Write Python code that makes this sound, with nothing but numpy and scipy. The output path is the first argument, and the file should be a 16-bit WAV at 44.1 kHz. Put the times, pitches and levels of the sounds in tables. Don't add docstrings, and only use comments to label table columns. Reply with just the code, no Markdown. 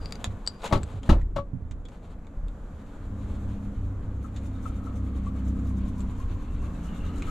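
import sys
import numpy as np
from scipy import signal
from scipy.fft import rfft, irfft, next_fast_len
from scipy.io import wavfile
from scipy.ndimage import uniform_filter1d, map_coordinates

SR = 44100
rng = np.random.default_rng(int(sys.argv[2]) if len(sys.argv) > 2 else 0)


def transcribe(signal):
    frames = np.atleast_2d(signal).T
    limited = np.clip(frames, -1, 1)
    pcm = np.round(limited * 32767).astype(np.int16)
    wavfile.write(sys.argv[1], SR, pcm)


N = 321930

# first_push_s, last_push_s, cycle_s, hiss_db, rasp_db, foam_db
BRUSHING_BOUTS = [(3.205, 3.86, .218, -69, -70, -73), (4.047, 5.88, .2033, -69.5, -71, -59.5),
                  (6, 7.29, .213, -71.5, -72.5, -56)]
# freq_hz, level_db
BRISTLE_COLOUR = [(3000, -20), (5200, -8), (6500, 0), (7300, -1.5), (9000, -8.5), (12200, -13),
                  (15000, -20)]
# freq_hz, level_db
TEETH_COLOUR = [(1200, -4.5), (2200, 7), (3000, 3.5), (3800, -1.5), (4400, -1), (5300, -34), (8000, -40.5)]
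# time_s, level_db
LIP_OPENING = [(2.5, -33), (2.9, -4), (3.45, -4), (4.1, -7.5), (4.65, 2.5), (5.6, -0.5), (6.03, 3),
               (6.3, 2), (6.95, 5), (7.3, 12.5)]
# time_s, pitch_hz
MOUTH_PITCH = [(3.9, 1073), (4.25, 1308), (4.7, 1261), (5.3, 1140), (5.55, 1220), (5.9, 1002), (6.45, 1031),
               (6.7, 1135), (7.3, 1271)]
# start_s, level_db
BUBBLE_POPS = [(4.244, -39), (4.656, -33), (4.868, -37.5), (5.266, -36.5), (6.229, -42), (6.433, -42.5),
               (7.28, -37)]
# start_s, level_db, upper_modes_db, dry_tick_db
METAL_CONTACTS = [(0.058, -34, -24, 6.5), (0.109, -53, -14, 16), (0.1233, -27.5, -37.5, 10),
                  (0.155, -39.5, -26, 12.5), (0.465, -32, -6, -5.5), (0.4749, -15, -6.5, -6.5),
                  (0.777, -45, -5, -13), (0.832, -51, 15, 25.5), (0.838, -56, 3, 23)]
# pitch_hz, level_db, t60_s
METAL_MODES = [(2960, -12, 0.016), (5210, -7.5, 0.014), (4663, 9.5, 0.018), (5270, -21, .03)]
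# pitch_hz, level_db, t60_s
METAL_UPPER_MODES = [(7320, -1, 0.02), (8000, 3.5, 0.022)]
# start_s, length_s, level_db
METAL_SLIDES = [(0.0, 0.089, -59), (.48, 0.12, -66)]
# start_s, level_db, strongest_resonance_hz, its_share_db, t60_s
PLASTIC_CLICKS = [(0.2432, -10.5, 3120, -15, 0.0052), (0.6193, -43.5, 3770, -1.5, 0.068),
                  (0.6758, -32, 2000, -1.5, 0.015), (1.0321, -43, 3330, 1, 0.033),
                  (1.2131, -54, 2020, 8, 0.05), (1.7111, -43.5, 2200, -15, 0.045),
                  (1.853, -47.5, 3380, 6, 0.035), (1.8858, -46.5, 3270, -12, 0.022),
                  (2.2468, -60, 2430, 9, 0.02), (2.2685, -51.5, 2240, -1.5, 0.025),
                  (2.4831, -45, 3670, -3, 0.013), (4.362, -44.5, 7000, -10, 0.12),
                  (6.005, -46.5, 7500, 2, 0.042), (7.222, -35, 2350, 4.5, 0.023)]
# freq_hz, level_db
PLASTIC_COLOUR = [(290, -38), (500, -2.5), (1330, -2.5), (2920, -5.5), (3270, -7.5), (3560, -3),
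                  (5230, -15.5), (7360, -5.5), (8990, -23.5), (12300, -29.5), (15000, -35.5)]
# start_s, length_s, cloth_db, dull_rub_db
JACKET_MOVES = [(0.0, 0.38, -54, -45.5), (.38, 0.41, -57, -49.5), (0.628, 0.036, -38, -52),
                (0.686, 0.035, -54, -43), (0.801, 0.19, -55, -46.5), (1.015, 0.072, -54, -43),
                (1.088, 0.11, -56.5, -38), (1.872, 0.08, -58, -60), (1.954, 0.17, -62, -55.5),
                (2.117, 0.28, -76, -56.5), (2.625, .45, -64.5, -59), (3.19, 0.353, -61, -54.5)]
# freq_hz, level_db
CLOTH_COLOUR = [(240, -24.5), (400, -4.5), (1100, -6.5), (1910, -20.5), (2320, -17.5), (4010, -20.5),
                (5350, -32.5), (7130, -25), (12100, -40.5), (13900, -43), (15000, -68)]
# start_s, panel_db, thump_db, crunch_db, rise_s
DOOR_BLOWS = [(0.711, -26, -25.5, -50, 0.0033), (0.7246, -15, -18.5, -24, 0.0011),
              (0.75, -26.5, -21, -32.5, 0.0059), (1.091, -20, -13, -24, 0.0023),
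              (1.117, -25, -20.5, -34.5, 0.0046), (1.36, -24.5, -34, -35, 0.0037),
              (1.38, -26, -38, -46, 0.0026)]
# pitch_hz, level_db, t60_s
PANEL_MODES = [(390, -9, 0.13), (494, -7, 0.086), (560, -2, 0.14), (628, 7, 0.051), (715, -9, 0.037),
               (862, -9, 0.11), (949, -1, 0.057), (1130, -6, 0.096), (1237, -14, 0.072), (1420, -30, 0.08),
               (1700, -28, 0.05), (2190, -17, 0.047), (2910, -20, .06)]
# freq_hz, level_db
HOLLOW_COLOUR = [(40, 9), (110, -5), (190, 3.5), (280, -0.5), (500, -13.5), (1100, -26), (3000, -65.5)]
# freq_hz, level_db
TRIM_COLOUR = [(400, -14), (900, 4.5), (1300, 0), (2000, -9.5), (4000, -11.5), (5200, -19), (7300, -21.5),
               (9500, -32), (12500, -37.5), (15000, -56)]
# start_s, level_db, most_excited_hz, left_minus_right_db
BODY_BOOMS = [(0.274, -20, 92, -2), (0.727, -11.5, 112, 0), (0.81, -19.5, 83, -2), (0.941, -21.5, 100, -2),
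              (1.09, -3, 54.7, -0.5), (1.098, -23, 181, 0), (1.229, -16, 48, 0.5), (1.365, -19.5, 133, 1.5),
              (1.533, -16.5, 140, -8.5), (1.621, -25, 72, -5), (1.709, -23.5, 53, -6), (2.371, -22, 46, 0),
              (2.434, -19, 46, 0.5), (2.738, -27.5, 70, -0.5)]
# pitch_hz, level_db, t60_s
BODY_MODES = [(38.2, 4.5, .55), (48.5, -14, 0.39), (71.6, 3, 0.28), (99.8, 2, 0.35), (127, 4, 0.11),
              (175, -2.5, 0.21), (253.4, 8, .17), (532, -1.5, 0.13)]
# freq_hz, t60_s
CABIN_DECAY = [(100, 0.22), (600, 0.076), (3000, 0.092), (12000, 0.054)]
# freq_hz, left_minus_right_db
LEFT_TILT = [(120, 0), (380, 2), (690, 8), (1280, 8.5), (2400, 7.5), (4400, 3.5), (8000, 4), (14800, 21)]
# time_s, base_rate_hz, load_db, pipe_note_db
ENGINE_COURSE = [(3.1, 33.78, -1, -46.5), (3.68, 33.52, -2.5, -40.5), (3.93, 32.75, -2, -50.5),
                 (4.7, 32.66, 2, -47.5), (5.25, 32.47, 5, -40.5), (5.7, 32.13, 7.5, -37.5),
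                 (6.06, 32.04, 4, -38), (6.28, 31.39, -2.5, -69), (6.75, 29.03, 1.5, -46.5),
                 (7.05, 28.4, 4, -47), (7.3, 29.55, -9, -55)]
# multiple of the base rate, level_db
DRONE_LINES = [(4.5, -15), (5, -11), (6.5, -7.5), (7, -8.5), (7.5, -13.5), (8, -3), (9, -12), (10, -16),
               (12, -24)]
# time_s, roar_db, hiss_db
BACKGROUND_COURSE = [(0.0, -57, -57), (1.55, -51, -68), (2.1, -49, -64.5), (2.75, -48, -60),
                     (3.4, -45.5, -58), (4.05, -45.5, -59.5), (5.1, -44, -58.5), (6.5, -46, -56.5),
                     (7.3, -42.5, -52)]
# time_s, level_db
RUMBLE_COURSE = [(0.0, -36), (.3, -33), (.5, -43), (1.15, -35), (2.1, -43), (2.9, -40), (3.3, -34),
                 (4.4, -36.5), (6.3, -35), (7.3, -31.5)]
# freq_hz, level_db
RUMBLE_COLOUR = [(4, -8.5), (11, -0.5), (18, -1), (43, 2.5), (60, -4.5), (90, -4), (130, -15), (270, -22.5),
                 (400, -25.5), (520, -41), (880, -120)]
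# freq_hz, level_db
ROAR_COLOUR = [(76, -50), (130, -8.5), (167, -6), (199, -5.5), (231, -6), (290, -9.5), (359, -22),
               (467, -14), (523, -16.5), (919, -26), (2600, -42), (3380, -75), (5720, -120)]
# freq_hz, level_db
HISS_COLOUR = [(710, -6.5), (1200, 1), (1290, -2.5), (1440, -2), (2010, -15), (2570, -21), (3070, -17.5),
               (3680, -19), (5210, -27.5), (7160, -18.5), (8750, -29.5), (12300, -30), (15000, -68)]
# freq_hz, correlation (1 = same)
EAR_LIKENESS = [(30, 0.99), (90, 1), (180, 1), (540, 0.94), (1640, 0.56), (4930, 0.33), (14800, 0.36)]
# time_s, pitch_hz, level_db
WHINE_COURSE = [(6.2, 2587, -82), (6.55, 2656, -65), (6.9, 2770, -61), (7.3, 2845, -57)]
# freq_hz, level_db
MICROPHONE_TONE = [(11000, 0), (12500, 1), (14000, -4.5), (15000, -24)]

RETURN_SHARE = 0.51
PULL_HISS_DB, PULL_RASP_DB, PULL_FOAM_DB = -2, -2, -8.5
STROKE_SCATTER_S, STROKE_UNEVEN_DB = 0.005, 2
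SQUEAK_DB, SQUEAK_HZ = 1.5, 3730
ENGINE_ON_S, ENGINE_RISE_S = 3.03, 0.079
SECOND_DB, THIRD_DB, DRONE_DB = -35, -35.5, -46.5
SECOND_GROWS, THIRD_GROWS, DRONE_GROWS = 1.19, 0.21, 1.32
TUNED_HZ, BOOM_DB_PER_HZ = 34.4, 1.72
HUM_HZ = 286.2
TOP_HZ = 15100


def toothbrush(stroke_s=0.025, squelch_s=0.0065, scrub_db=-72):
    t = np.arange(-SR // 10, SR // 10) / SR
    bristles, foam = np.zeros(N), np.zeros(N)
    swell = np.hanning(len(t)) / (1 + (t / squelch_s) ** 2)

    def snaps(spiky_db):
        return grains(len(t), spiky_db)

    for s, hiss_db, rasp_db, foam_db, pull in strokes():
        gap = np.exp(0.06 * rng.standard_normal(3))
        force = amp(STROKE_UNEVEN_DB * rng.standard_normal(3))
        width_s = stroke_s * rng.uniform(0.7, 1.25)
        stroke = np.exp(-0.5 * (t / width_s) ** 2)

        hiss = coloured(snaps(9), BRISTLE_COLOUR)
        hiss += 0.39 * narrow(snaps(-6), 7000 * gap[0], width_hz=96)
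        rasp = coloured(snaps(7.5), TEETH_COLOUR)
        rasp += 0.48 * narrow(snaps(2), 3600 * gap[1], width_hz=490)
        squeak = narrow(snaps(-1), SQUEAK_HZ * np.sqrt(gap[2]), width_hz=210)
        squeak = pull * amp(SQUEAK_DB) * swell * squeak
        brushed = force[0] * amp(hiss_db) * stroke * hiss
        brushed += force[1] * amp(rasp_db) * (stroke * rasp + squeak)
        add(bristles, s + t[0], brushed)

        mouth_hz = np.interp(s, *np.transpose(MOUTH_PITCH))
        squelch = swell * narrow(snaps(13.5), mouth_hz, width_hz=205)
        add(foam, s + t[0], force[2] * amp(foam_db) * squelch)
    scrub = amp(scrub_db + 4.1 * wobble(35)) * coloured(grains(N, spiky_db=5), TEETH_COLOUR)
    return foam + amp(curves(LIP_OPENING)[0]) * (bristles + scrub)


def strokes():
    for first, last, cycle_s, hiss_db, rasp_db, foam_db in BRUSHING_BOUTS:
        pull_levels = hiss_db + PULL_HISS_DB, rasp_db + PULL_RASP_DB, foam_db + PULL_FOAM_DB
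        for k in range(round((last - first) / cycle_s) + 1):
            s = first + k * cycle_s + STROKE_SCATTER_S * rng.standard_normal()
            yield s, hiss_db, rasp_db, foam_db, False
            if s + cycle_s / 2 < last:
                yield s + RETURN_SHARE * cycle_s, *pull_levels, True


def bubbles(rise_s=0.0011, t60=0.057, waver=0.0504, slosh_db=-58):
    pops, t = np.zeros(N), np.arange(SR // 10) / SR
    hz = curves(MOUTH_PITCH)[0] * (1 + waver * wobble(350))
    tone = np.sin(2 * np.pi * np.cumsum(hz) / SR)
    for s, db in BUBBLE_POPS:
        add(pops, s, amp(db - 60 * t / t60) * (1 - np.exp(-t / rise_s)))
    lather = np.interp(np.arange(N) / SR, [4.4, 4.9], [0, 1])
    slosh = lather * amp(slosh_db + 1.8 * wobble(18)) * wobble(160)
    return (pops + slosh) * tone * amp(1.3 * wobble(200))


def clinks(rattle_db=-20, rattle_s=0.0087, slide_rise_s=0.02, slide_fall_s=0.0069):
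    out, t = np.zeros(N), np.arange(SR // 4) / SR
    for s, db, upper_db, tick_db in METAL_CONTACTS:
        tick = coloured(rng.standard_normal(len(t)), PLASTIC_COLOUR)
        tick *= amp(tick_db - 11.5 - 60 * t / 0.013)
        clink = ring(METAL_MODES, t) + amp(upper_db) * ring(METAL_UPPER_MODES, t) + tick
        add(out, s, amp(db) * clink * (1 - np.exp(-t / 0.000077)))
    rattling = sum(amp(db + rattle_db) * gesture(s, 0, attack_s=0.002, release_s=rattle_s)
                   for s, db, *_ in METAL_CONTACTS)
    sliding = sum(amp(db) * gesture(s, length, slide_rise_s, slide_fall_s)
                  for s, length, db in METAL_SLIDES)
    chatter = narrow(grains(N, spiky_db=4.5), centre_hz=4760, width_hz=230) * amp(2 * wobble(70))
    return out + (rattling + sliding) * chatter


def clicks():
    out, t = np.zeros(N), np.arange(SR // 4) / SR
    for s, db, hz, share_db, t60 in PLASTIC_CLICKS:
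        snap = coloured(rng.standard_normal(len(t)), PLASTIC_COLOUR)
        snap += amp(share_db) * narrow(rng.standard_normal(len(t)), hz, width_hz=320)
        decay = amp(-60 * t / t60) + amp(-27 - 60 * t / 0.077)
        add(out, s, amp(db - 4.5) * snap * decay)
    return out


def jacket(attack_s=0.016, release_s=0.011):
    cloth_level, rub_level = np.zeros(N), np.zeros(N)
    for s, length, cloth_db, rub_db in JACKET_MOVES:
        move = gesture(s, length, attack_s, release_s)
        cloth_level += amp(cloth_db) * move
        rub_level += amp(rub_db) * move
    fibres = grains(N, spiky_db=3.5) * amp(5.3 * np.minimum(wobble(38), 1))
    cloth = cloth_level * coloured(fibres, CLOTH_COLOUR)
    return cloth + rub_level * coloured(rng.standard_normal(N), ROAR_COLOUR)


def door():
    out, t = np.zeros(N), np.arange(SR // 2) / SR
    for s, panel_db, thump_db, crunch_db, rise_s in DOOR_BLOWS:
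        judder = grains(len(t), spiky_db=0) * amp(-60 * t / 0.025)
        panel = signal.fftconvolve(ring(PANEL_MODES, t), judder)[:len(t)]
        panel = amp(panel_db + 2.5) * panel / np.abs(panel).max()
        thump = coloured(rng.standard_normal(len(t)), HOLLOW_COLOUR)
        thump *= amp(thump_db + 2.5 - 60 * t / 0.19)
        crunch = coloured(grains(len(t), spiky_db=-0.5), TRIM_COLOUR)
        crunch *= amp(crunch_db + 3 - 60 * t / 0.091)
        add(out, s, (panel + thump + crunch) * (1 - np.exp(-t / rise_s)))
    return out


def van_body(spread_octaves=0.34, rise_s=0.0032):
    left, right, t = np.zeros(N), np.zeros(N), np.arange(SR) / SR
    modes = [(hz, amp(db - 60 * t / t60) * np.sin(2 * np.pi * hz * t)) for hz, db, t60 in BODY_MODES]
    for s, db, boom_hz, pan_db in BODY_BOOMS:
        boom = sum(mode / (1 + (np.log2(hz / boom_hz) / spread_octaves) ** 2) for hz, mode in modes)
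        boom = -boom / np.abs(boom).max() * (1 - np.exp(-t / rise_s))
        add(left, s, amp(db + pan_db / 2) * boom)
        add(right, s, amp(db - pan_db / 2) * boom)
    return np.array([left, right])


def cabin(x):
    hz, t, z = signal.stft(rng.standard_normal((2, SR // 3)), SR, nperseg=256)
    decay = amp(-60 * t / along(CABIN_DECAY, hz)[:, None])
    tail = signal.istft(z * decay, SR, nperseg=256)[1]
    tail /= np.linalg.norm(tail[0])
    above_bass = filtered(x, lambda hz: hz ** 2 / (hz ** 2 + 350 ** 2))
    delayed = np.pad(above_bass, (SR // 300, 0))
    return signal.fftconvolve(delayed[None], tail, axes=1)[:, :N]


def placed(x, leftness, echo_db):
    def balance(hz):
        return amp(np.outer([0.5, -0.5], leftness * along(LEFT_TILT, hz)))

    return filtered(x + amp(echo_db) * cabin(x), balance)


def engine(rough_db=2, surge_db=1.5, hum_db=-49.5):
    t = np.arange(N) / SR
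    rate_hz, load_db, pipe_db = curves(ENGINE_COURSE)
    turns = np.cumsum(rate_hz) / SR + 0.004 * wobble(10)

    def line(k):
        tone = np.sqrt(2) * np.sin(2 * np.pi * (k * turns + rng.random()))
        return tone * amp(rough_db * wobble(12))

    boom = amp(SECOND_DB + SECOND_GROWS * load_db) * line(2)
    boom += amp(THIRD_DB + THIRD_GROWS * load_db) * line(3)
    boom *= amp(BOOM_DB_PER_HZ * np.minimum(rate_hz - TUNED_HZ, 0) + surge_db * wobble(8))
    pipe = amp(pipe_db) * line(6)
    drone = sum(amp(db) * line(round(2 * k) / 2) for k, db in DRONE_LINES)
    drone *= amp(DRONE_DB + DRONE_GROWS * load_db)
    running = np.clip((t - ENGINE_ON_S) / ENGINE_RISE_S, 0, 1)

    hum = amp(hum_db + 4.5 * wobble(6.7)) * np.sin(2 * np.pi * HUM_HZ * t + wobble(8))
    hum_fade = np.interp(t, [2.2, 3.3], [0, 1]) ** 2
    return running * (boom + pipe + drone) + hum * hum_fade


def background():
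    roar_db, hiss_db = curves(BACKGROUND_COURSE)
    rumble_db = curves(RUMBLE_COURSE)[0]
    rumble = amp(rumble_db + 2 * wobble(7)) * rush(RUMBLE_COLOUR, patchy_db=1)
    roar = amp(roar_db + 0.7 * wobble(3.5)) * rush(ROAR_COLOUR, patchy_db=0.77)
    hiss = amp(hiss_db + 0.6 * wobble(4)) * rush(HISS_COLOUR, patchy_db=0.7)
    return rumble + roar + hiss


def whine(fuzz_hz=85, drift_hz=45):
    hz, db = curves(WHINE_COURSE)
    wavering_hz = hz + fuzz_hz * wobble(300) + drift_hz * wobble(9)
    tone = np.sin(2 * np.pi * np.cumsum(wavering_hz) / SR)
    started = np.arange(N) / SR > WHINE_COURSE[0][0]
    return amp(db + 1.2 * wobble(18)) * tone * wobble(110) * started


def rush(spectrum, patchy_db):
    z = signal.stft(rng.standard_normal((2, N)), nperseg=512)[2]
    field = uniform_filter1d(rng.standard_normal(z.shape[1:]), size=6, axis=0)
    field = uniform_filter1d(field, size=14, axis=1)
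    pair = signal.istft(z * amp(patchy_db * unit(field)), nperseg=512)[1][:, :N]

    def mid_side(hz):
        turn = np.arccos(np.clip(along(EAR_LIKENESS, hz), -1, 1)) / 2
        return amp(along(spectrum, hz)) * np.array([np.cos(turn), np.sin(turn)])

    mid, side = filtered(pair, mid_side)
    return np.array([mid + side, mid - side]) / mid.std()


def ring(modes, t):
    x = np.zeros(len(t))
    for hz, db, t60 in modes:
        strength = amp(db + 2 * rng.standard_normal() - 60 * t / t60) * rng.choice([-1, 1])
        x += strength * np.sin(2 * np.pi * hz * t)
    return x / np.abs(x).max()


def grains(n, spiky_db):
    size = np.repeat(rng.standard_normal(n // 16 + 1), 16)[:n]
    return unit(rng.standard_normal(n) * amp(spiky_db * np.clip(size, -2, 2)))


def gesture(start_s, length_s, attack_s, release_s):
    t = np.arange(N) / SR - start_s
    return np.clip(t / attack_s, 0, 1) * np.exp(-np.maximum(t - length_s, 0) / release_s)


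def wobble(rate):
    coarse = np.arange(0, N + 16, 16)
    knots = rng.standard_normal(int(N * rate / SR) + 4)
    return np.interp(np.arange(N), coarse, map_coordinates(knots, [coarse * rate / SR]))


def resonance(hz, centre_hz, width_hz):
    return 1j * hz * width_hz / (centre_hz ** 2 - hz ** 2 + 1j * hz * width_hz)


def narrow(x, centre_hz, width_hz):
    return unit(filtered(x, lambda hz: resonance(hz, centre_hz, width_hz) ** 2))


def coloured(x, spectrum):
    return unit(filtered(x, lambda hz: amp(along(spectrum, hz))))


def filtered(x, response):
    n = x.shape[-1]
    m = next_fast_len(n + 8192)
    return irfft(rfft(x, m) * response(np.fft.rfftfreq(m, 1 / SR)), m)[..., :n]


def along(points, hz):
    f, v = np.transpose(points)
    return np.interp(np.log(hz + 1), np.log(f + 1), v)


def curves(rows):
    s, *cols = np.transpose(rows)
    return [np.interp(np.arange(N) / SR, s, c) for c in cols]


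def add(track, s, sound):
    i = max(round(s * SR), 0)
    track[i:i + len(sound)] += sound[:max(N - i, 0)]


def amp(db):
    return 10 ** (np.asarray(db) / 20)


def unit(x):
    return x / np.sqrt(np.mean(x ** 2) + 1e-20)


def scene():
    teeth = placed(toothbrush() + bubbles(), leftness=0.57, echo_db=-0.5)
    hands = placed(clinks(), leftness=0.92, echo_db=-12.5)
    hands += placed(clicks(), leftness=0.12, echo_db=-6.5)
    hands += placed(jacket(), leftness=0.42, echo_db=-5.5)
    van = placed(door(), leftness=0.9, echo_db=-6) + van_body()
    motor = placed(engine(), leftness=0.1, echo_db=-11)
    return teeth + hands + van + motor + background() + whine()


def record(dry):
    rounded = dry / (1 + np.abs(dry / 0.66) ** 4) ** 0.25
    return filtered(rounded, lambda hz: amp(along(MICROPHONE_TONE, hz)) * (hz < TOP_HZ))


dry = scene()
out = record(dry)
transcribe(out)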